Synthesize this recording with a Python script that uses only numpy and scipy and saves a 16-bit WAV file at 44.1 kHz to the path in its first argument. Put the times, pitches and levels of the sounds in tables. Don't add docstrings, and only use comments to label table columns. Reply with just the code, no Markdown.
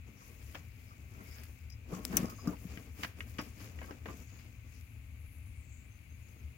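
import sys
import numpy as np
from scipy import signal
from scipy.fft import rfft, irfft
from scipy.io import wavfile
from scipy.ndimage import map_coordinates

SR = 44100
rng = np.random.default_rng(int(sys.argv[2]) if len(sys.argv) > 2 else 0)


def pcm_store(signal):
    levels = np.round(np.clip(np.atleast_2d(signal), -1, 1) * 32767)
    wavfile.write(sys.argv[1], SR, levels.astype(np.int16).T)


N = 289737
TIME = np.arange(N) / SR
BIN_HZ = np.maximum(np.fft.rfftfreq(N, 1 / SR), 1)

# frequency in Hz, density in dB.
SWISH_SPECTRUM = [(2500, 4), (4000, -6.5), (5100, 0), (5800, -1), (6700, 2.5), (8300, -7), (11000, -3.5),
                  (13500, -4), (15500, -1)]
# frequency in Hz, level in dB, t60 in seconds.
PANEL_MODES = [(184, 0, .08), (234, -2, .08), (264, -5, .06), (296, -1, .15), (365, -14, .06),
               (441, -10, .11)]
# frequency in Hz, level in dB, t60 in seconds.
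SHROUD_MODES = [(510, -9, .05), (640, -4, .06), (850, -11, .035), (1120, 0, .055), (1278, 0, .055),
                (1480, -5, .03)]


def from_db(db):
    return 10 ** (np.asarray(db) / 20)


def unit_rms(x):
    return x / np.sqrt(np.mean(x ** 2) + 1e-20)


def in_time(rows):
    s, *columns = np.transpose(rows)
    return [np.interp(TIME, s, c) for c in columns]


def at_hz(points, hz, column=1):
    points = np.array(points)
    return np.interp(np.log(hz), np.log(points[:, 0]), points[:, column])


def add(out, start_s, sound):
    start = round(start_s * SR)
    out[:, start:start + sound.shape[1]] += sound[:, :N - start]


def wander(rate_hz):
    knots = rng.standard_normal(N // 10)
    return unit_rms(np.interp(TIME * rate_hz, np.arange(len(knots)), knots))


def decay(t, t60):
    return np.exp(-np.log(1000) * t / max(t60, 1e-4))


def noise(spectrum, size=N, tilt_db_oct=0):
    # frequency in Hz, left-right correlation.
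    coherence = [(100, 0.97), (300, 0.59), (600, 0.77), (1100, 0), (2000, 0.027), (15000, 0)]
    hz = np.maximum(np.fft.rfftfreq(size, 1 / SR), 1)
    mid, side = rfft(rng.standard_normal((2, size)))
    alike = at_hz(coherence, hz)
    pair = np.sqrt(1 + alike) * mid + np.sqrt(1 - alike) * side * [[1], [-1]]
    skirts = np.minimum(hz / spectrum[0][0], 1) * np.minimum(spectrum[-1][0] / hz, 1) ** 2
    colour = from_db(at_hz(spectrum, hz) + tilt_db_oct * np.log2(hz))
    return unit_rms(irfft(pair * skirts * colour, size))


def narrow_noise(hz, width_hz, size=N):
    steps = np.cumsum(width_hz * np.ones(size)) / SR
    knots = rng.standard_normal((2, size // 4))
    in_phase, quadrature = (map_coordinates(row, [steps], order=1, mode="wrap") for row in knots)
    phase = 2 * np.pi * np.cumsum(hz * np.ones(size)) / SR
    return unit_rms(in_phase * np.cos(phase) + quadrature * np.sin(phase))


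def narrow_pair(hz, width_hz, size=N):
    return np.array([narrow_noise(hz, width_hz, size), narrow_noise(hz, width_hz, size)])


def struck(modes, t, spread_db):
    return sum(from_db(db + spread_db * rng.standard_normal((2, 1))) * decay(t, t60)
               * np.sin(2 * np.pi * (hz * t + rng.random((2, 1)))) for hz, db, t60 in modes)


def rubbed(modes, tilt_db_oct):
    shape = sum(from_db(db + tilt_db_oct * np.log2(hz)) * np.sqrt(t60)
                / (1 + (2 * np.pi * (BIN_HZ - hz) * t60 / np.log(1000)) ** 2) for hz, db, t60 in modes)
    return unit_rms(irfft(rfft(rng.standard_normal((2, N))) * shape, N))


def grain(slips_per_s, slip_s, share):
    slips = (rng.random(N) < slips_per_s / SR) * rng.exponential(1, N)
    power = signal.lfilter([1], [1, -np.exp(-1 / (slip_s * SR))], slips + 1e-18)
    return np.sqrt(1 - share + share * power / power.mean())


def cabin_hum(hum_db=0.48, swell_depth=0.78, air_db=-59):
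    # centre in Hz, width in Hz, level in dB.
    resonances = [(54.8, 31, -60.5), (73.16, 24, -51.5), (91.7, 50, -54.5), (108, 17, -58),
                  (246, 63, -70.5)]
    # time in seconds, swell in dB before centring and scaling by swell_depth.
    swell = [(0.0, -39), (0.22, -68.5), (0.33, -48.5), (1.85, -51.5), (2.12, -46), (4.45, -49), (5.53, -45),
             (6.07, -58.5), (6.15, -44.5), (6.31, -58.5), (6.46, -45), (6.57, -60)]
    # frequency in Hz, density in dB.
    air_spectrum = [(28, -25), (42, 0.5), (65, -28), (110, 3), (160, -8), (260, -19.5), (400, -48),
                    (700, -66), (1500, -76)]
    swell_db, = in_time(swell)
    gain = from_db(hum_db + swell_depth * (swell_db - swell_db.mean()))
    hum = sum(from_db(db) * narrow_noise(hz, width_hz) for hz, width_hz, db in resonances)
    return gain * hum + from_db(air_db) * noise(air_spectrum)


def microphone_hiss(level_db=-62):
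    # frequency in Hz, left density in dB, right density in dB.
    spectrum = [(202, 19.5, -6), (600, 0.5, 2), (1170, -1, -1.5), (1550, -9, 6.5), (1780, 3.5, 1.5),
                (2240, 17.5, 1), (2600, 15, -6), (3200, 0.5, -5.5), (4500, -5, -4.5), (6100, -16, -12),
                (6230, 1.5, -11), (7170, -0.5, -16), (8200, -6.5, -17), (11800, -7.5, -7),
                (16100, -0.5, -8)]
    colour = from_db([at_hz(spectrum, BIN_HZ, column=1), at_hz(spectrum, BIN_HZ, column=2)])
    return from_db(level_db) * unit_rms(irfft(rfft(rng.standard_normal((2, N))) * colour, N))


def hand_strokes(rustle_db=-13.5, flutter_db=2.5):
    # middle in seconds, length in seconds, swish in dB, then pressure and brightness
    # in dB relative to the swish.
    strokes = [(0.09, 0.12, -62.5, 5.5, -4), (0.278, 0.42, -60, -2, 1.5), (0.506, 0.59, -58, -3.5, 1.5),
               (0.853, 0.71, -64, -6.5, 1.5), (1.19, 0.59, -64, 7, -1), (1.373, 0.76, -57, -3.5, 2),
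               (1.955, 0.19, -50.5, 8, -2.5), (2.063, 0.15, -52, 1, 0), (2.185, 0.33, -46, 10, -1),
               (2.346, 0.68, -59.5, -9, 1), (2.495, 0.22, -54.5, 12.5, -1), (2.636, 0.2, -58.5, -13, 4),
               (2.752, 0.53, -55.5, 3, -1), (3.025, 0.23, -50.5, 0, 3), (3.213, 0.17, -57.5, 5, 0),
               (3.3, 0.18, -58, -5, 3.5), (3.448, 0.33, -55, 1, 0), (3.63, 0.27, -51.5, 0.5, -0.5),
               (3.853, 0.52, -57.5, 4.5, -1.5), (4.105, 0.21, -56.5, 5.5, -1),
               (4.192, 0.22, -58.5, 2.5, 2.5), (4.365, 0.78, -61.5, -1, -0.5), (4.747, 0.38, -64, -10, 2.5),
               (6.355, 0.64, -69, 3, 3)]
    # frequency in Hz, density in dB.
    rumble_spectrum = [(100, -11.5), (175, -3.5), (255, -1), (300, -8), (360, -8), (480, -9), (580, -13),
                       (900, -20)]
    rustle_spectrum = [(350, -15), (480, -5), (640, -1), (780, -6), (980, -5), (1120, 3), (1280, 3),
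                       (1430, -5), (1600, -2), (2000, -5), (2700, -8), (3800, -19), (6000, -31)]
    resting_db = [[-71], [-78], [-73], [-76]]
    power = from_db(resting_db) ** 2 * np.ones(N)
    for middle_s, length_s, db, pressure_db, bright_db in strokes:
        swell = 1 / np.cosh(np.clip(2 * np.pi * (TIME - middle_s) / length_s, -20, 20))
        peak_db = [[db + pressure_db], [db + pressure_db + rustle_db], [db], [db + bright_db]]
        power += (from_db(peak_db) * swell) ** 2
    rumble_gain, rustle_gain, swish_gain, top_gain = np.sqrt(power)
    panel = (from_db(-2) * noise(rumble_spectrum) * grain(slips_per_s=320, slip_s=0.003, share=0.12)
             + from_db(-3.5) * rubbed(PANEL_MODES, tilt_db_oct=1.5)[0]
             + from_db(-9) * narrow_noise(hz=57, width_hz=55))
    cable = (from_db(-6) * noise(rustle_spectrum) * grain(slips_per_s=69, slip_s=0.002, share=0.24)
             + from_db(-2) * rubbed(SHROUD_MODES, tilt_db_oct=-9))
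    flutter = from_db(flutter_db * wander(rate_hz=57))
    return flutter * (rumble_gain * panel + rustle_gain * cable) + skin_swish(swish_gain, top_gain)


def skin_swish(swish_gain, top_gain, top_hz=8000, roll_db=1.6, slips_per_s=160, slip_s=0.0008, share=0.28):
    band_edges_hz = [0, 5500, 8000, 10500, 13000, 22050]
    spectrum, out = rfft(noise(SWISH_SPECTRUM)), 0
    for low_hz, high_hz in zip(band_edges_hz, band_edges_hz[1:]):
        band = irfft(spectrum * ((BIN_HZ >= low_hz) & (BIN_HZ < high_hz)), N)
        gain = swish_gain if low_hz < top_hz else top_gain
        roll = from_db(roll_db * wander(rate_hz=40))
        out = out + gain * roll * grain(slips_per_s, slip_s, share) * band
    return out * grain(slips_per_s, slip_s, share / 2)


def plastic_squeaks(grain_db=2):
    # middle in seconds, length in seconds, centre in Hz, width over centre, level in dB.
    squeaks = [(0.228, 0.18, 6030, 0.35, -65), (0.9, 0.09, 5220, 0.3, -69), (1.29, 0.29, 2130, 0.2, -65),
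               (1.339, 0.17, 5150, 0.18, -62), (2.42, 0.13, 5040, 0.07, -63),
               (2.395, 0.27, 6570, 0.15, -63), (4.32, 0.32, 6680, 0.13, -65),
               (4.77, 0.092, 5670, 0.46, -67)]
    out = np.zeros((2, N))
    for middle_s, length_s, hz, width, db in squeaks:
        size = int(length_s * SR)
        swell = from_db(db) * np.sin(np.linspace(0, np.pi, size))
        add(out, middle_s - length_s / 2, swell * narrow_pair(hz, width * hz, size))
    return out * from_db(grain_db * wander(rate_hz=230))


def shroud_knocks(slips_per_s=450, slip_db=-3, right_db=3):
    # start in seconds, level in dB, drag in seconds, pitch factor.
    knocks = [(0.208, -51.5, 0.11, 0.87), (0.907, -51.5, .04, 1.07), (1.139, -52, 0.059, 1.2),
              (1.189, -48, 0.054, 1.22), (1.345, -53.5, 0.14, 1.3), (1.925, -41, 0.13, 0.96),
              (2.125, -39.5, 0.13, 1.22), (2.215, -42, 0.1, 0.96), (2.285, -43, 0.054, 0.98),
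              (2.384, -48, 0.071, 1), (2.473, -38, .025, 1.07), (2.53, -42.5, 0.029, 0.73),
              (3.39, -37, 0.029, 1), (3.886, -43, 0.039, 0.86), (4.087, -40, .04, 0.93)]
    out, t = np.zeros((2, N)), TIME[:SR // 4]
    for start_s, db, drag_s, pitch in knocks:
        slips = (rng.random(len(t)) < slips_per_s / SR) * rng.standard_normal(len(t))
        force = from_db(slip_db) * slips * np.maximum(1 - t / drag_s, 0)
        force[0] = 1
        modes = [(hz * pitch, mode_db, t60) for hz, mode_db, t60 in SHROUD_MODES]
        knock = signal.fftconvolve(struck(modes, t, spread_db=1.5), force[None], axes=1)
        add(out, start_s, from_db(db) * knock / np.abs(knock).max())
    return out * from_db([[0], [right_db]])


def trim_clacks(cabin_db=-22, cabin_t60_s=0.36, modes_db=-8.5, rise_s=0.000087):
    # start in seconds, level in dB, crack t60 in seconds, tilt in dB per octave.
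    clacks = [(0.547, -39, 0.057, 1.5), (0.553, -40, 0.066, 1), (2.171, -33, 0.054, 7),
              (2.7736, -32, 0.016, -2), (3.0334, -28, 0.032, 4.5), (3.0454, -30, 0.037, 2),
              (3.2056, -24, 0.015, -1.5), (3.385, -34, 0.017, 5), (3.388, -35.5, 0.11, 1),
              (3.788, -34, 0.017, -1.5), (3.8148, -41.5, 0.07, -2), (3.828, -35, 0.017, -4.5),
              (3.842, -40, 0.031, -10), (3.908, -45.5, 0.13, -1.5), (4.0574, -38.5, 0.073, -0.5),
              (4.085, -42.5, 0.097, -1)]
    # frequency in Hz, density in dB.
    trim_spectrum = [(150, -57), (280, 14.5), (400, 8.5), (520, 6.5), (750, 4), (1100, -1.5), (1600, 1),
                     (2300, -0.5), (3100, -5.5), (3800, -15), (5200, -15.5), (7000, -20.5), (9000, -36),
                     (15500, -36)]
    # frequency in Hz, level in dB, t60 in seconds.
    trim_modes = [(635, -11, .07), (1120, -9, .07), (1280, -6, .07), (1600, -2, .06), (1925, -3, .05),
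                  (2190, -4, .05), (2930, -6, .05)]
    out, t = np.zeros((2, N)), TIME[:SR // 4]
    attack = 1 - np.exp(-t / rise_s)
    tail = from_db(cabin_db) * decay(t, cabin_t60_s)
    for start_s, db, crack_s, tilt_db_oct in clacks:
        crack = noise(trim_spectrum, len(t), tilt_db_oct) * (decay(t, crack_s) + tail)
        modes = [(hz, mode_db + tilt_db_oct * np.log2(hz / 1500), t60) for hz, mode_db, t60 in trim_modes]
        ring = from_db(modes_db) * struck(modes, t, spread_db=0.5)
        lowest_hz = 1510 * (0.022 / crack_s) ** 0.99
        highpass = signal.butter(3, lowest_hz, "high", fs=SR, output="sos")
        add(out, start_s, from_db(db) * signal.sosfilt(highpass, (crack + ring) * attack))
    return out


def panel_bumps(contact_cycles=0.49, falloff_db_oct=29, radiate_hz=135):
    # start in seconds, level in dB, the spot's favoured frequency in Hz.
    bumps = [(0.548, -43, 320), (1.929, -23.5, 177), (1.962, -37.5, 181), (2.103, -29, 181),
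             (2.15, -25, 190), (2.191, -25.5, 186), (2.229, -18.5, 203), (2.473, -17, 184),
             (2.478, -24.5, 302), (2.651, -25.5, 174), (2.773, -35, 256), (3.034, -37, 274),
             (3.048, -39.5, 237), (3.389, -27.5, 266), (3.907, -37.5, 297), (4.058, -29, 410),
             (4.086, -38, 298)]
    out, t = np.zeros((2, N)), TIME[:SR // 4]
    for start_s, db, spot_hz in bumps:
        push = np.sin(np.pi * np.minimum(t * spot_hz / contact_cycles, 1))
        boom = sum(from_db(mode_db - falloff_db_oct * abs(np.log2(hz / spot_hz)))
                   * decay(t, t60) * np.sin(2 * np.pi * hz * t) for hz, mode_db, t60 in PANEL_MODES)
        add(out, start_s, from_db(db) * signal.fftconvolve(boom, push / push.sum())[None, :len(t)])
    return signal.sosfilt(signal.butter(2, radiate_hz, "high", fs=SR, output="sos"), out)


def edge_catches():
    # start in seconds, level in dB, t60 in seconds.
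    catches = [(0.548, -50, .01), (1.435, -43.5, 0.037), (1.702, -47, 0.017), (2.297, -44.5, 0.11),
               (2.473, -44, 0.047), (3.415, -42, .025), (3.644, -44, .015), (4.17, -53, .025),
               (4.2, -52, .02), (4.81, -51, .02)]
    out, t = np.zeros((2, N)), TIME[:SR // 4]
    for start_s, db, t60 in catches:
        add(out, start_s, from_db(db) * noise(SWISH_SPECTRUM, len(t), tilt_db_oct=3) * decay(t, t60))
    return out


def tie_flicks(flutter_db=3.5):
    # start in seconds, level in dB, ring time in seconds.
    flicks = [(1.7, -53, 0.1), (1.722, -52.5, 0.11), (2.255, -54, 0.19), (2.296, -50.5, 0.12),
              (2.475, -42.5, 0.047), (3.388, -49, 0.19), (3.909, -53.5, .04)]
    # frequency in Hz, level in dB, t60 as a share of the ring time.
    tie_modes = [(5060, 0, .95), (5300, -5, .6), (5560, -4, .8), (6000, -5, .7), (6420, -6, .5)]
    out, t = np.zeros((2, N)), TIME[:SR // 4]
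    for start_s, db, ring_s in flicks:
        modes = [(hz, mode_db, share * ring_s) for hz, mode_db, share in tie_modes]
        add(out, start_s, from_db(db) * struck(modes, t, spread_db=-1))
    return out * from_db(flutter_db * wander(rate_hz=300.4))


def plastic_snaps(cabin_t60_s=0.086, modes_db=-4, right_db=-1):
    # start in seconds, level in dB, slip in seconds, pitch factor, share of the ring time
    # the fingers leave, cabin echo in dB.
    snaps = [(2.0518, -20, 0.00092, 0.9, 0.093, -15), (2.1693, -14.5, 0.018, 1, 0.89, -19)]
    # frequency in Hz, density in dB.
    crack_spectrum = [(1200, -30), (3000, -17), (4100, -32), (5000, -10), (5900, 1), (7500, -3), (8700, 1),
                      (10500, -2), (13500, 2), (18000, 0)]
    # frequency in Hz, level in dB, free t60 in seconds.
    snap_modes = [(5071, -12, .042), (5740, -4, .02), (5943, -1.5, .046), (6200, -5, .025),
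                  (8610, -4.5, .03), (10750, -10, .03), (12610, -8, .03), (14370, -1, .022)]
    out, t = np.zeros((2, N)), TIME[:SR // 4]
    for start_s, db, slip_s, pitch, ring_share, echo_db in snaps:
        crack = noise([(hz * pitch, density_db) for hz, density_db in crack_spectrum], len(t))
        modes = [(hz * pitch, mode_db, t60 * ring_share) for hz, mode_db, t60 in snap_modes]
        ring = from_db(modes_db) * struck(modes, t, spread_db=0)
        echo = from_db(echo_db) * decay(t, cabin_t60_s * np.sqrt(ring_share))
        add(out, start_s, from_db(db) * (crack * (decay(t, slip_s) + echo) + ring))
    return out * from_db([[0], [right_db]])


def strap_slide(fade_in_s=0.04, uneven_db=1, grain_db=2, whistle_width_hz=195):
    # time in seconds, centre in Hz, level in dB.
    slide = [(4.75, 11350, -70), (4.87, 11540, -71), (5.15, 11100, -73.5), (5.3, 11130, -65.5),
             (5.45, 10400, -67), (5.57, 8880, -68), (5.68, 7120, -63), (5.77, 7140, -63), (5.84, 7400, -68),
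             (5.91, 10400, -74), (6.57, 10240, -78)]
    # frequency in Hz, gain in dB.
    colour = [(5800, -16), (6400, 0), (7400, 0), (8500, -6), (9400, 0), (12500, 0), (13800, -8)]
    # start in seconds, length in seconds, first and last pitch in Hz, level in dB.
    whistles = [(5.89, 0.095, 6300, 6220, -70), (6.095, 0.085, 6330, 6720, -67),
                (6.212, 0.094, 6780, 6750, -70), (6.264, 0.073, 6560, 6300, -69),
                (6.368, 0.042, 6550, 6280, -68)]
    centre_hz, slide_db = in_time(slide)
    fade_in = np.clip((TIME - slide[0][0]) / fade_in_s, 0, 1)
    gain = from_db(slide_db + uneven_db * wander(rate_hz=34) + grain_db * wander(rate_hz=340))
    scrape = fade_in * gain * narrow_pair(centre_hz, width_hz=0.42 * centre_hz)
    out = irfft(rfft(scrape) * from_db(at_hz(colour, BIN_HZ)), N)
    for start_s, length_s, first_hz, last_hz, db in whistles:
        size = int(length_s * SR)
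        swell = from_db(db) * np.sqrt(np.abs(np.sin(np.linspace(0, np.pi, size))))
        glide_hz = np.linspace(first_hz, last_hz, size)
        add(out, start_s, swell * narrow_pair(glide_hz, whistle_width_hz, size))
    return out


def scene():
    # frequency in Hz, right-side gain in dB.
    shade = [(60, -5), (300, -5), (600, -7), (1000, 0), (1500, -1.5), (2400, -1.5), (3200, -6.5),
             (4700, -2), (7300, -27), (9000, -16.5), (11800, -5), (15500, -20)]
    left, right = (hand_strokes() + trim_clacks() + shroud_knocks() + panel_bumps() + plastic_snaps()
                   + tie_flicks() + edge_catches() + strap_slide() + plastic_squeaks() + cabin_hum())
    return np.array([left, irfft(rfft(right) * from_db(at_hz(shade, BIN_HZ)), N)])


def record(dry, cutoff_hz=15900):
    lowpass = signal.ellip(12, 0.1, 80, cutoff_hz, fs=SR, output="sos")
    return signal.sosfilt(lowpass, dry + microphone_hiss())


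dry = scene()
out = record(dry)
pcm_store(out)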